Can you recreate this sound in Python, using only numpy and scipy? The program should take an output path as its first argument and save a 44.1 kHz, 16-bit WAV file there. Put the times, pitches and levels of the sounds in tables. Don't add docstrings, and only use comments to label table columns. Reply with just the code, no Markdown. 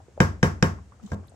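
import sys
import numpy as np
from scipy import signal
from scipy.fft import rfft, irfft, next_fast_len
from scipy.io import wavfile
from scipy.ndimage import uniform_filter1d

SR = 44100
rng = np.random.default_rng(int(sys.argv[2]) if len(sys.argv) > 2 else 0)


def materialize(psi):
    bounded = np.clip(np.atleast_2d(psi).T, -1, 1)
    quanta = np.round(bounded * 32767).astype(np.int16)
    wavfile.write(sys.argv[1], SR, quanta)


N = 59535


def amp(db):
    return 10 ** (np.asarray(db) / 20)


def unit(x):
    return x / np.sqrt(np.mean(x ** 2) + 1e-20)


def along(points, hz):
    point_hz, value = np.transpose(points)
    return np.interp(np.log(hz + 1), np.log(point_hz + 1), value)


def clock():
    return np.arange(N) / SR


def fade(t, t60_s):
    return np.exp(-np.log(1000) * t / t60_s)


def strike(t60_s, rise_s):
    return fade(clock(), t60_s) * (1 - np.exp(-clock() / rise_s))


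def filtered(x, response):
    size = next_fast_len(N + SR // 2)
    hz = np.fft.rfftfreq(size, 1 / SR)
    return irfft(rfft(x, size) * response(hz), size)[..., :N]


def noise(spectrum, alike=((1000, 0),)):
    def mid_side_gains(hz):
        turn = np.arccos(np.clip(along(alike, hz), -1, 1)) / 2
        return amp(along(spectrum, hz)) * [np.cos(turn), np.sin(turn)]

    mid, side = filtered(rng.standard_normal((2, N)), mid_side_gains)
    return unit(np.array([mid + side, mid - side]))


def band(centre_hz, width):
    def bell(hz):
        return np.exp(-.5 * (np.log((hz + 1) / centre_hz) / width) ** 2)

    return unit(filtered(rng.standard_normal((2, N)), bell))


def swing(modes, scatter_db):
    total = 0
    for hz, db, t60_s, rise_s in modes:
        gain = amp(db + scatter_db * rng.normal())
        total = total + gain * strike(t60_s, rise_s) * np.sin(2 * np.pi * hz * clock())
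    return total


def ring(modes, rise_s, scatter_db):
    return swing([(*mode, rise_s) for mode in modes], scatter_db)


def add(out, start_s, x):
    i = max(0, round(start_s * SR))
    out[..., i:] += x[..., :N - i]


def off_centre(x, lead_s):
    return np.array([x, np.interp(clock() - lead_s, clock(), x, left=0)])


# pitch_hz, level_db, t60_s
CLACK = [(699, -39, 0.014), (1009, -16.5, .035), (1605, -2.5, 0.011), (1814, -14, 0.019),
         (2112, -16.5, 0.028), (2304, -9.5, 0.011), (3100, -34.5, 0.11), (3746, -27.5, .03)]
CLACK_RISE_S, SPOON_LEAD_S = 0.0014, 0.00013
# pitch_hz, level_db, t60_s
WALL = [(533.5, -22.5, 0.11), (667, -34.5, 0.12), (709.6, -28, 0.17), (903, -32.5, 0.24), (971, -26, 0.15),
        (1078, -26.5, 0.23), (1110.6, -37.5, 0.25), (1254, -30.5, 0.079), (1606, -25.5, 0.22),
        (1870, -32.5, 0.139), (2020, -43, 0.166), (3050, -33, 0.091), (3700, -37, 0.083)]
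WALL_RISE_S, WALL_LEAD_S, WALL_SCATTER_DB = .003, .00024, 1
# pitch_hz, level_db, t60_s
RIM = [(5140, -20, 0.017), (5560, -15.5, 0.018), (6086, -13, 0.012), (6514, -20.5, 0.017),
       (7466, -18.5, 0.0081)]
RIM_RISE_S, RIM_LEAD_S = 0.0004, 0.00012
# frequency_hz, relative density_db (per Hz)
CRACK = [(400, 12), (1800, 0.5), (3300, 2), (4300, -11.5), (5300, 6), (6600, -4), (8000, -12), (10000, -30),
         (16000, -29.5)]
# frequency_hz, left-right likeness (-1 to 1)
CRACK_ALIKE = [(1000, 0), (6000, 0.38)]
CRACK_DB, CRACK_T60_S, CRACK_RISE_S = -6.5, 0.011, 0.00046
SPLASH_DB, SPLASH_T60_S, SPLASH_RISE_S = 4, 0.01, 0.0035


def contact(clack_db, crack_db):
    clack = off_centre(ring(CLACK, CLACK_RISE_S, scatter_db=0.0), SPOON_LEAD_S)
    wall = off_centre(ring(WALL, WALL_RISE_S, WALL_SCATTER_DB), WALL_LEAD_S)
    direct = strike(CRACK_T60_S, CRACK_RISE_S)
    splash = amp(SPLASH_DB) * strike(SPLASH_T60_S, SPLASH_RISE_S)
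    crack = noise(CRACK, CRACK_ALIKE) * (direct + splash)
    rim = off_centre(ring(RIM, RIM_RISE_S, scatter_db=3.5), RIM_LEAD_S)
    return amp(clack_db) * (clack + wall) + amp(crack_db) * (rim + amp(CRACK_DB) * crack)


# frequency_hz, relative density_db (per Hz)
ROOM = [(100, 10), (250, 5.5), (480, -0.5), (750, -3.5), (1080, 0.5), (1650, -3), (2200, -10),
        (2800, -17.5), (4200, -23), (5300, -15), (7200, -19), (9500, -29), (15500, -33)]
# frequency_hz, t60_s
ROOM_T60 = [(200, 0.37), (1200, .28), (3000, 0.29), (6500, 0.27), (12000, 0.23)]
# frequency_hz, left-right likeness (-1 to 1)
ROOM_ALIKE = [(150, 0.78), (300, .5), (500, 0.52), (1000, -.15), (2500, 0.073), (9000, 0)]
ROOM_DB, ROOM_RISE_S = -16, 0.001


def kitchen():
    hz, t, spectrogram = signal.stft(noise(ROOM, ROOM_ALIKE), SR, nperseg=256)
    decay = fade(t, along(ROOM_T60, hz)[:, None])
    tail = signal.istft(spectrogram * decay, SR)[1][:, :N]
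    return amp(ROOM_DB) * tail * (1 - np.exp(-clock() / ROOM_RISE_S))


# pitch_hz, level_db, t60_s, rise_s
BODY = [(69.2, -7.5, 0.44, 0.27), (90, -8.5, 0.33, 0.043), (147.1, -14.5, .19, 0.0023),
        (174.9, 2, 0.12, 0.046), (203, 3.5, 0.045, 0.0035), (193.2, -40.5, 0.85, 0.002),
        (244.2, -37.5, 0.11, 0.018), (259.8, -17, .125, .0017), (354.6, -4.5, 0.027, 0.00036),
        (405.4, -17.5, 0.17, 0.022), (472, -17.5, .09, 0.0004)]
BODY_LAG_S, BODY_PAN_DB = 0.0026, 0.07


def thud():
    return amp([[BODY_PAN_DB], [-BODY_PAN_DB]]) * swing(BODY, scatter_db=1.2)


# start_s, level_db, clack_db and crack_db (both on top of the level)
KNOCKS = [(0.2031, -1.5, 4.5, -6.5), (.4290, -2.5, 3.5, -6), (0.6257, -3.38, 3.5, -0.5)]
ROOM_CHANGE = .3


def knocks():
    out, shared_room = np.zeros((2, N)), kitchen()
    for start_s, level_db, clack_db, crack_db in KNOCKS:
        answer = (shared_room + ROOM_CHANGE * kitchen()) / np.hypot(1, ROOM_CHANGE)
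        add(out, start_s, amp(level_db) * (contact(clack_db, crack_db) + answer))
        add(out, start_s + BODY_LAG_S, amp(level_db) * thud())
    return out


# start_s, level_db, treble_db, crack_db (last two on top of the level)
BUMPS = [(1.118, -18.5, -18, 7), (1.1358, -31, -27.5, -9)]
# pitch_hz, level_db, t60_s, rise_s
SWAY = [(80.8, -5.5, .33, 0.0072), (91.6, -6, 0.33, 0.0038), (125, 5, 0.058, 0.007),
        (202.4, -8, 0.25, 0.0087), (457, -11, 0.1, 0.006), (713, -16, 0.041, 0.0044),
        (1604, -20.5, 0.086, 0.00047)]
BUMP_ROOM_DB = 4


def bumps():
    out = np.zeros((2, N))
    for start_s, level_db, treble_db, crack_db in BUMPS:
        touch = contact(clack_db=5.5, crack_db=crack_db) + amp(BUMP_ROOM_DB) * kitchen()
        tone = [(700, 0.0051), (3000, treble_db)]  # Hz, dB
        dulled = filtered(touch, lambda hz: amp(along(tone, hz)))
        add(out, start_s, amp(level_db) * dulled)
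    first_s, first_db = BUMPS[0][:2]
    add(out, first_s, amp(first_db) * swing(SWAY, scatter_db=.5))
    return out


# start_s, level_db, pitch_hz (at the start of the rise)
PLOPS = [(.002, -39, 733), (0.0831, -38.5, 420), (0.169, -43, 530), (.177, -24.5, 573),
         (0.786, -39.5, 1000), (0.921, -40, 1065), (.996, -47, 677), (.998, -46.5, 1217),
         (1.075, -48, 1020), (1.23, -45.5, 637), (1.236, -51, 1510), (1.243, -44.5, 1060),
         (1.320, -41.5, 650), (1.341, -40, 450)]
PLOP_T60_S, PLOP_RISE_S = .024, .001
PLOP_BEND_PER_S = 6
SPLAT_DB, PLOP_ROOM_DB = -7, -18


def plops():
    out, t = np.zeros((2, N)), clock()
    for start_s, level_db, pitch_hz in PLOPS:
        note = np.sin(2 * np.pi * pitch_hz * t * (1 + PLOP_BEND_PER_S * t))
        splat = amp(SPLAT_DB) * band(pitch_hz, width=.35)
        plop = (note + splat) * strike(PLOP_T60_S, PLOP_RISE_S)
        tail = amp(PLOP_ROOM_DB) * band(pitch_hz, width=.3) * strike(t60_s=.2, rise_s=.004)
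        add(out, start_s, amp(level_db) * (plop + tail))
    return out


# start_s, level_db, pitch_hz (band centre)
TICKS = [(1.0612, -50.5, 6900), (1.063, -53, 3600), (1.271, -60, 10700), (1.281, -55, 3920),
         (1.294, -55.5, 8200)]


def ticks():
    out = np.zeros((2, N))
    for start_s, level_db, pitch_hz in TICKS:
        tick = band(pitch_hz, width=.15) * strike(t60_s=0.041, rise_s=.001)
        add(out, start_s, amp(level_db) * tick)
    return out


# time_s, level_db (before the grain)
SCRAPE = [(1.015, -98), (1.028, -58), (1.065, -56.5), (1.11, -54.5), (1.145, -47.5), (1.18, -113),
          (1.22, -109)]
# frequency_hz, relative density_db (per Hz)
GRIT = [(500, 14.5), (1500, 0.5), (2600, -4.5), (3600, -1), (4500, -4.5), (5600, 0.5), (7500, 1),
        (9500, -14.5), (15000, -17)]
GRAIN_DB = 2.5
JUDDER_HZ, JUDDER_DB, JUDDER_START_S, JUDDER_LENGTH_S = 190, -43, 1.022, .052


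def scrape():
    t = clock()
    grain = unit(uniform_filter1d(rng.standard_normal(N), size=120))
    level_db = np.interp(t, *np.transpose(SCRAPE)) + GRAIN_DB * grain
    grit = noise(GRIT) * amp(level_db)
    progress = np.clip((t - JUDDER_START_S) / JUDDER_LENGTH_S, 0, 1)
    stroke = np.abs(np.sin(np.pi * progress)) ** .5
    judder = np.sin(2 * np.pi * JUDDER_HZ * t) + band(JUDDER_HZ, width=0.17)
    return grit + amp(JUDDER_DB) * stroke * judder


# frequency_hz, relative density_db (per Hz)
HUM = [(25, -20), (45, -9.5), (78, 7.5), (115, -4.5), (160, -13), (210, -12.5), (300, -17), (500, -19),
       (1000, -27), (1500, -28.5), (2700, -34.5), (4200, -38), (5600, -35.5), (7500, -34), (10500, -48.5),
       (16000, -60)]
# frequency_hz, left-right likeness (-1 to 1)
HUM_ALIKE = [(100, 0.96), (500, 0.88), (2000, 0.16), (8000, 0.19)]
HUM_DB = -51


def hum():
    return amp(HUM_DB) * noise(HUM, HUM_ALIKE)


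def scene():
    mix = knocks() + bumps() + plops() + ticks() + scrape() + hum()
    return mix * amp([[.5], [-.5]])


LOW_CUT_HZ, TOP_HZ = 67, 16000


def record(dry):
    thin = filtered(dry, lambda hz: hz ** 2 / np.hypot(hz ** 2, LOW_CUT_HZ ** 2))
    rounded = thin / (1 + np.abs(thin) ** 8) ** (1 / 8)
    return filtered(rounded, lambda hz: hz < TOP_HZ)


dry = scene()
out = record(dry)
materialize(out)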